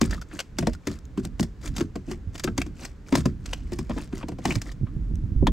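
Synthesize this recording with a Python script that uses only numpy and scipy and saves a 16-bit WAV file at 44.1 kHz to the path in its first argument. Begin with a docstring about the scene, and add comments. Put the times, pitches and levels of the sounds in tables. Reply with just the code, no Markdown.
"""A wet fish flops on the floor of a plastic kayak on a calm lake, heard from a body-worn camera.
Its body thumps the hollow hull, its tail smacks the wet deck and flings drops, short wet squelches
come from under it, and it slithers between flips. Underneath sit the rumble of the rocking boat and
the quiet wash of the lake, with one faint lap of water near the end. The angler shifts in the seat:
the camera mount bumps, the hull takes two knocks and hard gear clacks against the gunwale."""
import sys
import numpy as np
from scipy import signal
from scipy.fft import rfft, irfft
from scipy.io import wavfile

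SR = 44100
rng = np.random.default_rng(int(sys.argv[2]) if len(sys.argv) > 2 else 0)


def waveform_to_disk(signal):
    """Save audio, clipped to [-1, 1], as 16-bit WAV at the path in sys.argv[1]."""
    frames = np.transpose(np.atleast_2d(signal))
    scaled = np.clip(frames, -1, 1) * 32767
    samples = np.round(scaled).astype(np.int16)
    wavfile.write(sys.argv[1], SR, samples)


N = 243431
TIME, FREQ = np.arange(N) / SR, np.fft.rfftfreq(N, 1 / SR)
PANEL_HZ = 430  # hull modes above this are panel modes and need a hard blow

# slow swell of the boat and air on the microphone: t/s, level/dB
SWELL = [(0, -40), (0.11, -24.5), (0.27, -44.5), (0.48, -45), (0.6, -36), (0.82, -50.5), (1.25, -34.5),
         (1.58, -45), (1.71, -27.5), (1.92, -44), (2.53, -36), (3.05, -43.5), (3.57, -34), (4.3, -39),
         (4.7, -38), (5.0, -30), (5.3, -30.5), (5.52, -21)]
# EQ curves of the boat's rumble and the lake's wash: f/Hz, level/dB
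RUMBLE_EQ = [(10, -22.5), (25, -10), (48, 2.5), (85, -8), (130, -10.5), (200, -15.5), (300, -19.5),
             (450, -42.5), (800, -60.5), (2000, -74.5)]
LAKE_EQ = [(200, -11), (400, 0.5), (700, -13), (1600, -13.5), (3000, -23), (7500, -28), (9500, -38.5),
           (16000, -43)]
# the body lands: t/s, thump level/dB, struck spot f/Hz, hardness/dB on panel modes, spray level/dB
FLOPS = [(0.015, -9.5, 237.4, -15, -15), (0.33, -29.5, 306, -22, -48), (0.587, -17, 273, -15, -17.5),
         (0.626, -17, 160.6, -5.5, -39), (0.671, -12, 206, 1, -22), (0.872, -17, 218, -17.5, -22.5),
         (1.176, -15.5, 256, -27, -38), (1.249, -26.5, 159, -19, -39), (1.397, -14, 199, -19, -24),
         (1.43, -26, 171, -8.5, -25), (1.782, -22.5, 183, -19, -26.5), (1.808, -14, 341, -19.5, -28),
         (1.957, -21.5, 226, -4, -35), (2.078, -23.5, 278, -23, -73), (2.114, -23.5, 370, -27, -30.5),
         (2.443, -18, 360, -18.5, -19), (2.476, -17, 164, -7.5, -47), (2.58, -16, 273, -16, -18.5),
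         (2.664, -29, 187, -30, -41), (3.125, -9.5, 269, -21, -27.5), (3.155, -14.5, 151, -21, -15),
         (3.175, -16, 150, -16, -53), (3.257, -9, 172, -10, -24), (3.721, -23, 352, -15.5, -37.5),
         (3.789, -19.5, 148, -35, -29.5), (3.896, -20, 226, -7, -38), (3.963, -23.5, 259, -6, -64),
         (4.128, -19, 273, -21, -45.5), (4.229, -24, 289, -8.5, -51), (4.285, -23.5, 303, -6, -33.5),
         (4.319, -26, 148, -8, -47.5), (4.386, -29, 268, -3, -43.5), (4.455, -16, 160, -27, -19.5),
         (4.482, -21.5, 274, -20, -36), (4.508, -22, 149, -24, -49), (4.555, -23.5, 192, -13, -22.5)]
# modes of the hollow hull, before the blow weights and damps them: f/Hz, level/dB, t60/s
HULL_MODES = [(79.25, -28, 0.37), (120.7, -5, 0.27), (152.4, -2, 0.15), (179.2, -5.5, 0.27),
              (215.8, 0.5, 0.17), (265.5, 0, 0.14), (294, 3, 0.07), (350, -2, 0.16), (397.3, -13, 0.22),
              (468, 4.5, 0.17), (518, 6.5, 0.13), (621, 2.5, 0.18), (708, 12, 0.066), (989, 4, 0.11)]
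# EQ curves of bright spray and fleshy smack: f/Hz, level/dB
SPRAY_EQ = [(1500, -18.5), (2800, -10.5), (3500, -1), (4000, -2.5), (4700, 3.5), (6000, 1), (7000, 0),
            (8200, -2), (9500, -13), (13000, -14), (16000, -22)]
SMACK_EQ = [(250, -10.5), (500, 7.5), (700, 7.5), (830, 0.5), (1000, 1), (1400, 1.5), (2400, 0.5),
            (3200, -4), (4500, -13.5), (8000, -51.5)]
# the tail alone flicks the wet deck: t/s, spray level/dB
TAIL_FLICKS = [(0.11, -26.5), (0.215, -34), (0.2216, -40.5), (0.392, -24.5), (0.403, -20.5),
               (0.7343, -34.5), (1.677, -31), (1.765, -24.5), (2.38, -33), (2.397, -26.5), (2.438, -23.5),
               (2.617, -24.5), (2.833, -38), (2.852, -26.5), (3.459, -29.5), (3.533, -25), (3.732, -32.5),
               (4.618, -26.5), (4.718, -37.5)]
# larger drops on the deck: t/s, level/dB, f/Hz
BIG_DROPS = [(0.180, -35.5, 1230), (0.75, -35, 1430), (0.989, -38, 7700), (1.054, -40, 6740),
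             (1.252, -21, 8750), (1.408, -18, 6950), (4.18, -34, 7200), (5.156, -36, 6500)]
# the fish wriggles over wet plastic: crest t/s, level/dB, swell and fade time/s
WRIGGLES = [(0.055, -47.5, 0.017), (0.135, -47, 0.034), (0.35, -53, 0.044), (0.92, -51, 0.043),
            (1.2, -50.5, 0.0052), (1.252, -50, 0.016), (1.661, -45, .028), (1.79, -47, 0.031),
            (2.11, -50, 0.032), (2.357, -45, .012), (2.835, -47, 0.041), (3.085, -56, 0.019),
            (3.17, -41.5, 0.034), (3.51, -54.5, .05), (3.74, -61.5, 0.11), (3.993, -50.5, 0.056),
            (4.18, -54, 0.043), (4.505, -41, 0.043), (4.68, -51, 0.029)]
# short wet squelches from under the fish and, last, one faint lap of water: t/s, level/dB, f/Hz, t60/s
SQUELCHES_AND_LAP = [(0.127, -33.5, 1680, 0.064), (0.221, -44, 1390, 0.018), (0.315, -45.5, 1700, 0.039),
                     (0.391, -32.5, 3080, 0.055), (0.627, -48, 1500, 0.031), (1.808, -37.5, 1010, 0.033),
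                     (2.476, -31, 1430, 0.042), (2.58, -33.5, 2100, 0.054), (2.617, -30.5, 2410, 0.017),
                     (3.126, -28, 970, 0.17), (3.155, -25.5, 990, 0.0079), (3.533, -30, 3070, 0.015),
                     (3.908, -35, 1010, 0.033), (3.976, -35.5, 860, 0.077), (4.212, -43, 1060, .05),
                     (4.23, -38, 925, 0.035), (4.455, -24.5, 900, 0.023), (4.507, -27, 2540, 0.046),
                     (4.868, -49.5, 1160, 0.074)]
# dull bumps on the camera mount: t/s, level/dB, f/Hz
MOUNT_BUMPS = [(2.273, -20, 76), (4.565, -15.5, 93), (4.812, -19, 114), (4.832, -15.5, 103),
               (4.965, -18.5, 109), (5.111, -22, 126), (5.137, -15.5, 100), (5.238, -17, 85),
               (5.319, -19.5, 110), (5.361, -11.5, 46.7), (5.408, -13, 64.4), (5.426, -9, 162.4)]
# the angler knocks the hull: t/s, level/dB, struck spot f/Hz, hardness/dB on panel modes
ANGLER_KNOCKS = [(5.426, -9.5, 192, -18), (5.473, -15.5, 292, -9)]
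# gear hits the gunwale: t/s, attack level/dB
GEAR_HIT = (5.469, -18.5)
# resonances of that hit: f/Hz, level/dB, t60/s (sets the width)
GEAR_MODES = [(955, 5, 0.024), (1190, -36, 0.006), (2050, -12, 0.0036), (3300, -6, 0.0086),
              (6140, -21, 0.003), (11200, -40, 0.0009)]
# balance of the two microphone ports: f/Hz, left minus right level/dB
PORT_BALANCE = [(60, 1), (200, 0), (380, 2), (1300, 1.5), (4400, 0.5), (8000, 3.5), (15000, 1)]
# phase between the ports: f/Hz, lead of the left/rad
PORT_PHASE = [(100, 0.27), (300, 0.48), (600, -0.7), (1550, -0.22), (2760, -0.67), (4700, -0.19)]


def amp(db):
    """Decibels to gain."""
    return 10 ** (np.asarray(db) / 20)


def unit(x):
    """Scales to rms 1."""
    return x / np.sqrt(np.mean(x ** 2) + 1e-20)


def decay(t, t60):
    """Envelope that falls 60 dB in t60 seconds."""
    return np.exp(-np.log(1000) * t / t60)


def attack(t, rise_s):
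    """Envelope that eases up from 0 to 1."""
    return 1 - np.exp(-t / rise_s)


def curve(points, hz):
    """Reads a curve on a log-frequency axis."""
    f, value = np.transpose(points)
    return np.interp(np.log(hz + 1), np.log(f + 1), value)


def bell(hz, centre_hz, db, octaves):
    """Bell-shaped EQ boost in dB."""
    return db * np.exp(-(np.log2((hz + 1) / centre_hz) / octaves) ** 2)


def resonances(modes, hz):
    """Power spectrum of damped modes: the shorter the ring, the wider the peak."""
    return sum(amp(db) ** 2 / (1 + ((hz - mode_hz) * t60 / 2) ** 2) for mode_hz, db, t60 in modes)


def eq(x, gain_db):
    """Causal filter with the given dB gain for each FFT bin of x."""
    n = x.shape[-1]
    cepstrum = irfft(np.log(amp(gain_db)), n)
    cepstrum[1:n // 2] *= 2
    cepstrum[n // 2 + 1:] = 0
    return irfft(rfft(x) * np.exp(rfft(cepstrum)), n)


def add(mix, s, sound):
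    """Drops a sound into the mix at time s."""
    part = mix[max(round(s * SR), 0):][:len(sound)]
    part += sound[:len(part)]


def noise_bed(points, width):
    """Stereo noise under an EQ curve; width is the gain of side against mid."""
    mid, side = eq(rng.standard_normal((2, N)), curve(points, FREQ))
    return unit(np.array([mid + width * side, mid - width * side]))


def lake(level_db=-58):
    """Calm water all around: a faint, steady wash."""
    return amp(level_db) * noise_bed(LAKE_EQ, width=0.46)


def boat_rumble(rock_db=-18):
    """The boat rocks on the slow swell, and a little more after every flop."""
    rocking, t = np.zeros(N), np.arange(SR) / SR
    for s, thump_db, *_ in FLOPS:
        add(rocking, s, amp(thump_db + rock_db) * attack(t, rise_s=0.014) * decay(t, t60=0.46))
    swell = amp(np.interp(TIME, *np.transpose(SWELL)))
    return np.hypot(swell, rocking) * noise_bed(RUMBLE_EQ, width=0.19)


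def hull_thumps(focus_db_per_octave=5, contact_s=0.0042, scatter=0.1, spot_db=7, heave_db=-9,
                sag_db=-7, sag_hz=135, lag_s=0.00091):
    """Each flop or knock bends the floor under it, which swings a few times and rings the hull."""
    out, t = np.zeros(N), np.arange(SR // 3) / SR
    mode_hz, mode_db, t60 = np.transpose(HULL_MODES)[:, :, None]
    panel = mode_hz > PANEL_HZ
    t60 = np.where(panel, t60 / 2, t60)  # the wet body lying on the panel damps it
    sag = amp(sag_db) * decay(t, t60=0.022) * np.sin(2 * np.pi * sag_hz * t)  # dead weight on the floor
    for s, db, spot_hz, hard_db, *_ in list(FLOPS) + list(ANGLER_KNOCKS):
        detune, sign = rng.uniform(-1, 1, (2, len(HULL_MODES), 1))  # each blow lands somewhere else
        octaves_off = abs(np.log2(mode_hz / spot_hz))
        weight = np.sign(sign) * amp(mode_db + panel * hard_db - focus_db_per_octave * octaves_off)
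        weight[0] = amp(heave_db)  # the whole hull heaves wherever the blow lands
        push = attack(t, contact_s * spot_hz / mode_hz)  # soft flesh starts the low modes slowly
        tones = np.sin(2 * np.pi * mode_hz * (1 + scatter * detune) * t)
        ring = (weight * push * decay(t, t60) * tones).sum(0)
        swing = attack(t, contact_s) * decay(t, t60=0.075) * np.sin(2 * np.pi * spot_hz * t)
        blow = ring - amp(spot_db) * swing
        thump = blow / abs(blow).max() - sag
        add(out, s + lag_s, amp(db) * thump)  # the floor gives just after the skin touches
    return out


def crackle(size, per_s, spread_db, hiss):
    """Tiny, uneven pops of a wet film over a share of smooth hiss."""
    pops = (rng.random(size) < per_s / SR) * rng.choice([-1, 1], size)
    pops = pops * amp(spread_db * np.minimum(rng.exponential(1, size), 4))
    return unit(unit(pops) + hiss * rng.standard_normal(size))


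def wet_burst(t60, grain, eq_db, tail_db=-27, rise_s=0.0012, crest_s=0.01):
    """A burst of water: quick swell, fast decay, faint wet tail. Returns start offset and sound."""
    t = np.arange(len(grain)) / SR - crest_s
    after = np.maximum(t, 0)
    swell = np.exp(np.minimum(t, 0) / rise_s)
    fade = decay(after, t60) + amp(tail_db) * decay(after, t60=0.25)
    sound = eq(grain * swell * fade, eq_db)
    return -crest_s, sound / np.linalg.norm(sound) * np.sqrt(crest_s * SR)


def wet_slaps(spray_db=-12, body_db=-13, tail_db=-14, hard_db=-14.5, hard_t60=0.024, size=8192):
    """Skin meets wet plastic in a bright spray and a hollow smack; harder slaps are tighter."""
    out, hz = np.zeros(N), np.fft.rfftfreq(size, 1 / SR)
    body_eq = curve(SMACK_EQ, hz) + bell(hz, centre_hz=1020, db=6, octaves=0.4)
    tail_eq = curve(SMACK_EQ, hz) - 12 * np.exp(-(hz / 800) ** 2)  # low cut: a tail has little flesh
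    hits = [(s, wet_db, (thump_db + wet_db) / 2 + body_db, body_eq) for s, thump_db, *_, wet_db in FLOPS]
    hits += [(s, wet_db, wet_db + tail_db, tail_eq) for s, wet_db in TAIL_FLICKS]
    for s, wet_db, smack_db, flesh_eq in hits:
        t60 = hard_t60 * 2 ** ((hard_db - wet_db) / 31)  # twice as long for every 31 dB softer
        fine = crackle(size, per_s=5000, spread_db=5, hiss=0.82)
        coarse = crackle(size, per_s=2400, spread_db=4.5, hiss=0.71)
        offset, spray = wet_burst(t60, fine, curve(SPRAY_EQ, hz))
        offset, smack = wet_burst(t60, coarse, flesh_eq)
        add(out, s + offset, amp(wet_db + spray_db) * spray + amp(smack_db) * smack)
    return out


def bubbles(low_hz, high_hz, per_s, pitches=16):
    """Tiny bubbles in the slime burst one by one, each a ping of a few cycles."""
    out, t = np.zeros(N), np.arange(SR // 50) / SR
    for hz in np.geomspace(low_hz, high_hz, pitches):
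        ping = np.sqrt(hz) * np.exp(-hz * t / 4) * np.sin(2 * np.pi * hz * t)
        pops = rng.random(N) < per_s / pitches / SR
        gains = amp(5 * np.minimum(rng.exponential(1, N), 3))
        out += signal.oaconvolve(pops * gains, ping)[:N]
    return unit(out)


def slither(fizz_db=-2, slime_db=1, murmur_db=5, skid_db=-31.5, skid_lag_s=0.016, skid_s=0.019):
    """Scales and slime drag over the deck in each wriggle and in the short skid that ends a flop."""
    skids = [(s + skid_lag_s, wet_db + skid_db, skid_s) for s, *_, wet_db in FLOPS]
    moves = list(WRIGGLES) + skids
    speed = sum(amp(db) * np.exp(-(abs(TIME - s) / length) ** 1.49) for s, db, length in moves)
    film = crackle(N, per_s=700, spread_db=5, hiss=0.6)
    fizz = unit(eq(film, curve(SPRAY_EQ, FREQ))) + 0.8 * bubbles(3500, 9000, per_s=200)
    slime = unit(eq(film, curve(SMACK_EQ, FREQ))) + 0.8 * bubbles(1100, 3000, per_s=120)
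    hull = resonances([mode for mode in HULL_MODES if mode[0] < PANEL_HZ], FREQ)
    murmur = unit(eq(rng.standard_normal(N), 10 * np.log10(hull)))
    return speed * (amp(fizz_db) * fizz + amp(slime_db) * slime + amp(murmur_db) * murmur)


def drop(hz, size=1024):
    """One drop lands: a ping of a few cycles, splashier the smaller and higher it is."""
    t = np.arange(size) / SR
    splash = unit(eq(rng.standard_normal(size), curve(SPRAY_EQ, np.fft.rfftfreq(size, 1 / SR))))
    tick = np.exp(-hz * t / 6) * (np.sin(2 * np.pi * hz * t) + hz / 7000 * splash)
    return tick / abs(tick).max()


def droplets(flung_db=-22, max_flight_s=0.075, per_slap=2):
    """Drops tick on the deck; each slap flings a few more, which land a moment later."""
    out = np.zeros(N)
    for s, db, hz in BIG_DROPS:
        add(out, s, amp(db) * drop(hz))
    for s, *_, wet_db in list(FLOPS) + list(TAIL_FLICKS):
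        for delay, pitch, weight in rng.random((per_slap, 3)):
            add(out, s + max_flight_s * delay, amp(wet_db + flung_db) * weight * drop(1500 * 5 ** pitch))
    return out


def squelches_and_lap(size=8192):
    """Short wet squelches from under the fish and one faint lap of water, each a pitched sputter."""
    out, hz = np.zeros(N), np.fft.rfftfreq(size, 1 / SR)
    for s, db, pitch_hz, t60 in SQUELCHES_AND_LAP:
        pitched_eq = curve(SMACK_EQ, hz) + bell(hz, pitch_hz, db=14, octaves=0.28)
        grain = crackle(size, per_s=2000, spread_db=7, hiss=0.69)
        offset, sputter = wet_burst(t60, grain, pitched_eq, tail_db=-34)
        add(out, s + offset, amp(db) * sputter)
    return out


def mount_bumps(cycles=5.2):
    """Dull, heavily damped knocks carried through the camera mount."""
    out, t = np.zeros(N), np.arange(SR // 5) / SR
    for s, db, hz in MOUNT_BUMPS:
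        knock = sum(amp(mode_db) * np.sin(2 * np.pi * hz * ratio * rng.uniform(0.8, 1.24) * t)
                    for ratio, mode_db in [(0.55, -7), (1, 5), (1.7, -5), (2.6, -14)])
        knock *= attack(t, rise_s=0.0066) * decay(t, t60=cycles / hz)
        add(out, s, amp(db) * knock / abs(knock).max())
    return out


def gear_clack(rolloff_hz=8000, size=4096):
    """Hard gear chatters against the gunwale for a moment, in broad, well damped resonances."""
    out, t, hz = np.zeros(N), np.arange(size) / SR, np.fft.rfftfreq(size, 1 / SR)
    s, db = GEAR_HIT
    power = resonances(GEAR_MODES, hz) / (1 + (hz / rolloff_hz) ** 2)
    chatter = rng.standard_normal(size) * attack(t, rise_s=0.00017) * decay(t, t60=0.045)
    clack = eq(chatter, 10 * np.log10(power))
    add(out, s, amp(db) * clack / clack[:SR // 250].std())  # the first 4 ms set the level
    return out


def cockpit(x, echo_db=-9, low_cut_hz=550, shift_hz=1.297, echoes=120):
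    """Brief treble reflections off deck, gear and legs, different per ear, shifting as the fish moves."""
    taps = np.zeros((2, 2, SR // 20))  # place, ear, delay
    for path in taps.reshape(4, -1):
        delay = rng.uniform(0.0003, 0.02, echoes)
        path[(delay * SR).astype(int)] = rng.choice([-1, 1], echoes) * decay(delay, t60=0.025)
    taps /= np.linalg.norm(taps, axis=2, keepdims=True)
    treble = signal.sosfilt(signal.butter(2, low_cut_hz, "high", fs=SR, output="sos"), x)
    turn = 2 * np.pi * shift_hz * TIME
    sends = treble * np.array([np.cos(turn), np.sin(turn)])  # steady crossfade between two places
    reflections = signal.oaconvolve(sends[:, None], taps, axes=2).sum(0)[:, :N]
    return x + amp(echo_db) * reflections


def microphone_ports(x):
    """The two ports catch each frequency at a slightly different level and phase."""
    half = np.array([[0.5], [-0.5]])
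    balance = amp(half * curve(PORT_BALANCE, FREQ))
    phase = np.exp(1j * half * curve(PORT_PHASE, FREQ))
    return irfft(rfft(x) * balance * phase, N)


def scene():
    """The fish up close in the cockpit, over the lake; rumble and mount bumps lean to the right."""
    deck = hull_thumps() + wet_slaps() + squelches_and_lap() + slither() + droplets() + gear_clack()
    foreground = microphone_ports(cockpit(deck))
    bed = lake() + boat_rumble() * amp([[-1], [1]])
    return foreground + bed + mount_bumps() * amp([[-3.5], [2.5]])


def record(dry, cutoff_hz=16100):
    """The camera's band limit: a steep high cut."""
    high_cut = signal.firwin(255, cutoff_hz, window=("kaiser", 8), fs=SR)
    return signal.oaconvolve(dry, high_cut[None], "same")


dry = scene()
out = record(dry)
waveform_to_disk(out)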